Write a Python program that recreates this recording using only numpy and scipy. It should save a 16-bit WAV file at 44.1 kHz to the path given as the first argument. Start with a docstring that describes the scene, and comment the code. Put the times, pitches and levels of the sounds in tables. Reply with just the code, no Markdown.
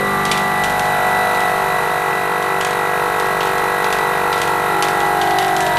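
"""On a kitchen counter, close by, a vacuum sealer pulls the air out of a plastic bag.
Its small piston pump makes about 48 strokes a second and slows as the vacuum builds. The reed valves buzz,
throb under load and at times sing: a stack of harmonics of the stroke rate, driven in five parts.
Coloured noise in puffs is the air hissing out, with a short spit on every stroke. The bag crackles in short
noise bursts as it tightens round the food, and the electrics add a thin whine and low hums."""
import sys
import numpy as np
from scipy import signal
from scipy.fft import rfft, irfft, next_fast_len
from scipy.io import wavfile

SR = 44100
rng = np.random.default_rng(int(sys.argv[2]) if len(sys.argv) > 2 else 0)


def store_wav(level_fs):
    """Save 16-bit WAV to argv[1]."""
    pcm = np.round(np.clip(np.atleast_2d(level_fs), -1, 1) * 32767)
    wavfile.write(sys.argv[1], SR, pcm.T.astype(np.int16))


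N = 254898

# pump speed, sagging as the vacuum builds: (time [s], speed [strokes per s])
PUMP_SPEED = [(0.0, 49.35), (1.01, 48.903), (1.821, 48.611), (2.28, 48.469), (2.77, 48.569), (3.12, 48.43),
              (4.1, 48.44), (4.27, 48.314), (4.57, 48.314), (5.469, 47.894), (5.78, 47.377)]
# how steadily the pump pulls, which sets the exhaust's spit and the depth of the throb:
# (time [s], share [0-1])
STEADY_PULL = [(.5, 0.2), (1.2, 0.75), (2.3, 0.9), (4.6, 0.88), (5.3, 0.2)]


def buzz(turns, part_db, waver_db, waver_rate, phase_waver, fade_s, ring_lag):
    """Every stroke slaps the valves and shakes the case: a stack of harmonics in five separately driven parts."""
    # balance of the harmonics within each part: (multiple of the stroke rate, level [dB])
    harmonics = [(1, -19.5), (2, -19.5), (3, -11), (4, -15.5), (5, -19), (6, -28.5), (7, -7), (8, -1),
                 (9, -2.5), (10, 0), (11, -12.5), (12, -18), (13, -3.5), (14, -1.5), (15, 4.5), (16, -13),
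                 (17, -0.5), (18, -2), (19, -3), (20, -4), (21, -3), (22, -3.5), (23, -1), (24, -3.5),
                 (25, -39), (26, -5.5), (27, -1), (28, -3.5), (29, -3), (30, -11.5), (31, -2), (32, -7.5),
                 (33, -13.5), (34, -3), (35, -13.5), (36, -11), (37, -31), (38, -15.5), (39, -5.5),
                 (40, -11.5), (41, -9), (42, -9), (43, -29), (44, -9.5)]
    # pitches that split the buzz into its five parts: (pitch [Hz])
    part_edges = [20, 300, 560, 790, 1000, 2300]
    # how hard each part is driven, from free flow to the last strain, before surge and trim:
    # (time [s], case [dB], chamber [dB], intake reed [dB], exhaust reed [dB], linkage [dB])
    drive = [(0, -25, -22.5, -29, -33, -24), (.15, -25, -27, -27.5, -26, -19.5),
             (.68, -28, -31, -24, -22.5, -24.5), (1.1, -30.5, -28.3, -20, -22, -22.3),
             (2.2, -35.5, -26, -26, -26.3, -22), (3.3, -34, -24.3, -26.3, -24.5, -21),
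             (4.6, -33, -24.5, -26.5, -23, -21.5), (5.05, -33, -25, -24.5, -20, -21),
             (5.28, -32.5, -24.2, -18, -20, -24), (5.66, -33.5, -26.5, -18.7, -24.7, -25),
             (5.78, -27, -31.5, -22.5, -19, -20.5)]
    # how late in the stroke each pitch sounds: (pitch [Hz], delay [share of a stroke])
    stroke_lag = [(50, 0.23), (450, 0.226), (950, 0.2184), (1150, 0.502), (1400, 0.6985), (1750, 0.609),
                  (2200, 0.436)]
    # the valves flutter loosely in free flow and near full vacuum, and slap cleanly between:
    # (time [s], phase spread [rad])
    valve_looseness = [(0, 0.64), (.2, 1.53), (.8, 1.05), (2.2, 0.54), (4.4, 0.53), (5.45, 0.88),
                       (5.78, 1.6)]
    # swing in a surge at full pull: (case [dB], chamber [dB], intake reed [dB], exhaust reed [dB], linkage [dB])
    surge_swing = [-.5, 1, -2.5, 3, .2]
    # an upper note of each reed swings too, the exhaust's first: (pitch [Hz], width [Hz], swing at full pull [dB])
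    reed_overtones = [(1350, 44, 2.5), (1650, 25, -4)]

    order, level_db = np.transpose(harmonics)
    hz = order * np.mean(np.array(PUMP_SPEED)[:, 1])
    looseness, = in_time(valve_looseness)
    # adding up the delays from harmonic to harmonic gives each its phase
    lag = 2 * np.pi * np.cumsum(at_hz(stroke_lag, hz))
    scatter = rng.standard_normal(len(hz))
    spells, lifts, rings = singing(hz, fade_s, ring_lag)
    surge = throb()
    overtone_db = sum(swing_db * np.exp(-.5 * ((hz - note) / spread) ** 2)
                      for note, spread, swing_db in reed_overtones)

    out = np.zeros(N)
    parts = zip(part_edges, part_edges[1:], in_time(drive), surge_swing, part_db)
    for low, high, drive_db, surge_db, trim_db in parts:
        part, power = 0, 1e-12
        for k in np.flatnonzero((hz >= low) & (hz < high)):
            steady_db = level_db[k] + lifts[:, k] @ spells
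            gain = from_db(steady_db + overtone_db[k] * surge + waver_db * drift(waver_rate))
            phase = looseness * scatter[k] - lag[k] - rings[:, k] @ spells
            phase = phase + phase_waver * drift(waver_rate)
            cycles = order[k] * turns - slipped(order[k])
            part = part + gain * np.cos(2 * np.pi * cycles + phase)
            power = power + gain ** 2 / 2
        # dividing by the summed power: a singing reed draws its energy from the neighbouring harmonics
        out += from_db(drive_db + surge_db * surge + trim_db) * part / np.sqrt(power)
    return out


def singing(hz, fade_s, ring_lag):
    """A singing reed lifts the harmonics near its note and shifts their phase, so that they ring on."""
    # spells in which a reed catches and sings, or (negative lift) a resonance is damped:
    # (start [s], end [s], note [Hz], width [Hz], lift before the part is evened out [dB])
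    singing_spells = [(-.1, .15, 540, 35, 18), (-.1, .62, 207, 35, 10.5), (-.1, .62, 370, 56, 10),
                      (-.1, .62, 1159, 17, 11), (.1, 1.62, 800, 32, 6.5), (.62, 1.5, 577, 29, 5.5),
                      (.62, 1.5, 242, 44, 5), (.65, 1.4, 1500, 96, 4.5), (.95, 1.62, 1270, 61, 4),
                      (4.22, 5.2, 1370, 27, 8), (4.72, 5.62, 822, 34, 7), (4.72, 6, 354, 58, 10),
                      (5.18, 5.68, 784, 25, 16), (5.18, 5.65, 547, 65, -15), (5.2, 6, 1590, 18, 15),
                      (5.58, 6, 965, 23, 16), (5.6, 6, 1750, 50, 16)]
    t = np.arange(N) / SR
    start, end, centre, width, lift_db = np.transpose(singing_spells)[:, :, None]
    spells = lift_db * np.clip(np.minimum(t - start, end - t) / fade_s + .5, 0, 1)
    detune = (hz - centre) / width
    lifts = np.exp(-.5 * detune ** 2)
    rings = ring_lag * detune / (1 + detune ** 2)
    return spells, lifts, rings


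def throb():
    """The see-saw between the reeds, up to +1 in a surge and -1 between two; it deepens with the pull."""
    # under load, moments when the exhaust reed swells and the intake reed gives way: (time [s])
    surge_times = [.93, 1.14, 1.35, 1.651, 1.85, 2.09, 2.32, 2.51, 2.829, 3.04, 3.2, 3.46, 3.65, 3.86, 4.04,
                   4.31, 4.52, 4.77, 5.07, 5.3]
    fade_s = 0.35  # the throb sets in and dies away over this time
    t = np.arange(N) / SR
    pull, = in_time(STEADY_PULL)
    cycle = np.interp(t, surge_times, np.arange(len(surge_times)))
    fade = np.clip(np.minimum(t - surge_times[0], surge_times[-1] - t) / fade_s, 0, 1)
    return pull * fade * np.cos(2 * np.pi * cycle)


def crank(start_share):
    """Turns of the crank: the running speed added up over time, with a slight tremble."""
    speed, = in_time(PUMP_SPEED)
    return np.cumsum(speed) / SR - start_share + .001 * drift(25)


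def slipped(order):
    """Cycles by which one harmonic has moved at the slips; it takes the shortest way to its new place."""
    # the beat slips by about half a stroke as the other valve takes the lead: (time [s], slip [share of a stroke])
    slips = [(1.83, .42), (2.11, .42), (4.42, .53), (5.03, .53)]
    slip_s = .07  # time one slip takes
    t = np.arange(N) / SR
    moves = [(order * share + .5) % 1 - .5 for s, share in slips]
    places = np.cumsum([0] + moves)
    times = [s + side * slip_s for s, share in slips for side in (-.5, .5)]
    return np.interp(t, times, np.repeat(places, 2)[1:-1])


def air(turns, rush_db, spit_db, rasp_db, spit_hz, follow):
    """Air rushes in puffs; the piston rubs alike on every stroke, and the exhaust spits as it opens."""
    # balance of the rush of air and rubbing: (pitch [Hz], relative level per Hz [dB])
    rush_spectrum = [(25, -11), (75, -12), (165, 0), (280, -9), (420, 1), (560, -1.5), (800, 3.5),
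                     (1500, 0), (2000, 0), (2250, -10.5), (2750, -9), (3400, -13.5), (5000, -19.5),
                     (11500, -18), (15000, -26)]
    # air flow, of which only the swings about its mean are used: (time [s], level [dB])
    air_flow = [(0.0, -34.5), (1.24, -31.5), (2.37, -36), (2.93, -35), (3.07, -34), (4.75, -33.5),
                (4.92, -32.5), (5.41, -34.5), (5.78, -33)]
    flow_db, = in_time(air_flow)
    flow = from_db(follow * (flow_db - np.mean(flow_db)))

    # one stroke's worth of noise, repeated with the crank
    wall = rng.standard_normal(int(N / turns[-1]))
    rasp = wall[(turns % 1 * len(wall)).astype(int) % len(wall)]
    rough = reflected(rng.standard_normal(N) + from_db(rasp_db) * rasp)
    rush = colour(rough * puff(turns, at=0.39, sharpness=0.14), rush_spectrum)

    # the spit is a short ring on each stroke, clearest while the pump pulls steadily
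    opens = np.diff(np.floor(turns - .2), prepend=0) > 0
    clicks = opens * from_db(1.3 * rng.standard_normal(N))
    ring = band(clicks, spit_hz * .93, spit_hz * 1.07)
    spit = rms_one(band(ring, spit_hz * .85, spit_hz * 1.15))
    pull, = in_time(STEADY_PULL)
    return flow * from_db(rush_db) * rush + from_db(spit_db) * pull * spit


def puff(turns, at, sharpness):
    """A smooth swell once in every stroke; rms 1."""
    return rms_one(np.exp(sharpness * np.cos(2 * np.pi * (turns - at))))


def bag(band_db, snap_t60, tail_t60, tail_db, grain_db, rise_s, room_db, room_t60):
    """The film buckles with a sharp snap and a grainy tail of smaller creases, which lingers in the kitchen."""
    # the loudest crackles, before each band's trim:
    # (time [s], low band level [dB], treble relative to it [dB], top tick relative to it [dB])
    loud_crackles = [(0.2523, -8.5, -12.5, -21), (0.3147, -2.5, -19, -23), (0.3179, -7, -13, -17),
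                     (0.637, -12, -9.5, -20), (0.6436, -11.5, -14, -20), (0.7941, -11.5, -12, -21),
                     (1.4042, -17, -12, -17), (2.61, -10, -13, -25), (2.6479, -9.5, -11.5, -28),
                     (3.198, -14.5, -12.5, -14), (3.4062, -7.5, -35, -34), (3.5808, -17, -12, -23),
                     (3.8432, -12, -16, -24), (3.926, -8.5, -15, -17), (4.3278, -8, -23, -30),
                     (4.4162, -8.5, -13, -21), (4.8242, -4.5, -14, -17), (5.003, -13, -19, -23),
                     (5.2145, -7, -19, -32), (5.3076, -12, -25, -22), (5.3862, -5.5, -19, -17),
                     (5.4258, -13, -21, -19), (5.5648, -10, -12.5, -26), (5.6052, -13, -7.5, -24),
                     (5.6648, -11, -18, -24), (5.7694, -7.5, -34, -29)]
    # the three bands of a crackle: (lowest pitch [Hz], highest pitch [Hz])
    film_bands = [(2000, 4000), (5100, 9400), (9000, 12500)]
    out, age = np.zeros(N + SR), np.arange(SR // 3) / SR
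    for s, low_db, treble_db, tick_db in list(loud_crackles) + faint_crackles(count=9):
        levels_db = low_db, low_db + treble_db, low_db + tick_db
        grain = from_db(grain_db * rng.standard_normal(len(age)))
        creases = rms_one(rng.standard_normal(len(age)) * grain)
        # each part dies away by 60 dB in its t60, in seconds
        snap = rng.standard_normal(len(age)) * from_db(-60 * age / snap_t60)
        tail = creases * from_db(tail_db - 60 * age / tail_t60)
        burst = (snap + tail) * (1 - np.exp(-age / rise_s))
        room = rng.standard_normal(len(age)) * from_db(-60 * age / room_t60)
        at = int(s * SR)
        # the room returns the low part of a snap more than its top
        bands = zip(film_bands, levels_db, band_db, room_db, (1, -1, 1))
        for (low, high), level_db, trim_db, wet_db, sign in bands:
            crackle = rms_one(band(burst + from_db(wet_db) * room, low, high))
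            out[at:at + len(age)] += sign * from_db(level_db + trim_db) * crackle
    return out[:N]


def faint_crackles(count):
    """Small creases give way at random, more often as the bag tightens: rows like those of the loud crackles."""
    mean_db, mean_treble_db, spread_db = -19, -14, 1
    crowding = 2.2  # towards the end; 1 = evenly
    when, strength, colouring = rng.random((count, 3)).T
    low_db = mean_db + spread_db * (2 * strength - 1)
    treble_db = mean_treble_db + spread_db * (2 * colouring - 1)
    return list(zip(N / SR * when ** (1 / crowding), low_db, treble_db, treble_db))


def electrics(whine_db, octave_db, waver, flutter_db):
    """A thin whine with its octave, fluttering in level, over low hums: all sine waves."""
    # the whine, loudest while the pump runs free, before trim and flutter: (time [s], level [dB])
    whine_level = [(0, -24.5), (1.2, -25), (1.5, -27), (2.4, -28.5), (5.62, -29.5), (5.72, -25.5)]
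    # steady hums: (pitch [Hz], rms level [dB])
    low_hums = [(120, -47), (168, -38.5)]
    whine_hz = 1969.6
    t = np.arange(N) / SR
    level_db, = in_time(whine_level)
    angle = 2 * np.pi * whine_hz * t + waver * drift(5.2)
    level = from_db(level_db + whine_db + flutter_db * drift(3.5))
    octave = from_db(octave_db + 2 * drift(3.2)) * np.sin(2 * angle)
    whine = level * (np.sin(angle) + octave)
    hums = sum(from_db(db) * np.sin(2 * np.pi * hz * t + 0.46 * drift(4.4)) for hz, db in low_hums)
    return np.sqrt(2) * (whine + hums)  # a sine of rms 1 peaks at root 2


def reflected(x):
    """Add one near reflection and one late slap: quieter, delayed copies."""
    # (delay [s], level [dB])
    echoes = [(.0037, -10), (.06, -8)]
    return x + sum(from_db(db) * np.pad(x, (int(delay * SR), 0))[:N] for delay, db in echoes)


def colour(x, spectrum):
    """Give a sound a spectrum and the resonances of the housing; rms 1."""
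    # resonances of the housing, a negative lift being a dip: (pitch [Hz], half-width [Hz], lift [dB])
    housing = [(2364, 35, 6), (2570, 49, 8.5), (3020, 36, 2.5), (3717, 48, 9), (4050, 280, 6),
               (5830, 59, 1.5), (7900, 45, 1.5), (8830, 270, 2.5), (9540, 83, 4), (10730, 120, 7),
               (11450, 80, -2.5), (11580, 110, 7.5), (13000, 70, 9.5), (13520, 140, 10)]
    size = next_fast_len(N)
    hz = np.fft.rfftfreq(size, 1 / SR)
    lift = sum(lift_db / (1 + ((hz - centre) / width) ** 2) for centre, width, lift_db in housing)
    level_db = at_hz(spectrum, hz) + lift
    return rms_one(irfft(rfft(x, size) * from_db(level_db), size)[:N])


def band(x, low_hz, high_hz):
    """A gentle band-pass."""
    return signal.sosfilt(signal.butter(2, [low_hz, high_hz], "band", fs=SR, output="sos"), x + 1e-18)


def drift(rate):
    """A slow random wander of rms 1: smoothed noise, drawn every 40 samples; a higher rate [Hz] is quicker."""
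    r = np.exp(-80 * np.pi * rate / SR)
    noise = rng.standard_normal(N // 40 + 2002)
    slow = signal.lfilter([1], [1, -2 * r, r * r], noise)[2000:]  # skip the filter's start
    return np.interp(np.arange(N) / 40, np.arange(len(slow)), rms_one(slow))


def in_time(rows):
    """Each column of a time table, at every sample."""
    s, *columns = np.transpose(rows)
    return [np.interp(np.arange(N) / SR, s, c) for c in columns]


def at_hz(points, hz):
    """Read a pitch table on a log-frequency axis."""
    return np.interp(np.log(hz + 1e-9), np.log(np.array(points)[:, 0]), np.array(points)[:, 1])


def from_db(db):
    """Decibels to gain."""
    return 10 ** (np.asarray(db) / 20)


def rms_one(x):
    """Scale to an rms (average strength) of 1."""
    return x / np.sqrt(np.mean(x ** 2) + 1e-20)


def scene():
    """The crank angle times the buzz and the puffs of air; the bag and the electrics are added."""
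    turns = crank(start_share=.17)
    pump = buzz(turns, part_db=[-2.3, -0.43, -0.56, -0.35, -1.74], waver_db=1.5, waver_rate=6.4,
                phase_waver=0.14, fade_s=.05, ring_lag=0.085)
    hiss = air(turns - slipped(order=1), rush_db=-24.5, spit_db=-36.5, rasp_db=-5.0, spit_hz=2533, follow=0.6)
    crackle = bag(band_db=[-29.0, -22.5, -25.0], snap_t60=0.009, tail_t60=0.13, tail_db=-21.5, grain_db=6.5,
                  rise_s=0.00085, room_db=[-23.0, -29.0, -35.0], room_t60=0.42)
    whine = electrics(whine_db=-0.5, octave_db=-17.5, waver=0.15, flutter_db=1.65)
    return (pump + hiss + whine + reflected(crackle))[None]


def record(dry):
    """The highest peaks are rounded and the top is cut steeply."""
    cutoff_hz = 15100
    rounded = dry / (1 + (dry / .8) ** 8) ** (1 / 8)
    return signal.sosfilt(signal.ellip(12, .1, 90, cutoff_hz, fs=SR, output="sos"), rounded)


dry = scene()
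out = record(dry)
store_wav(out)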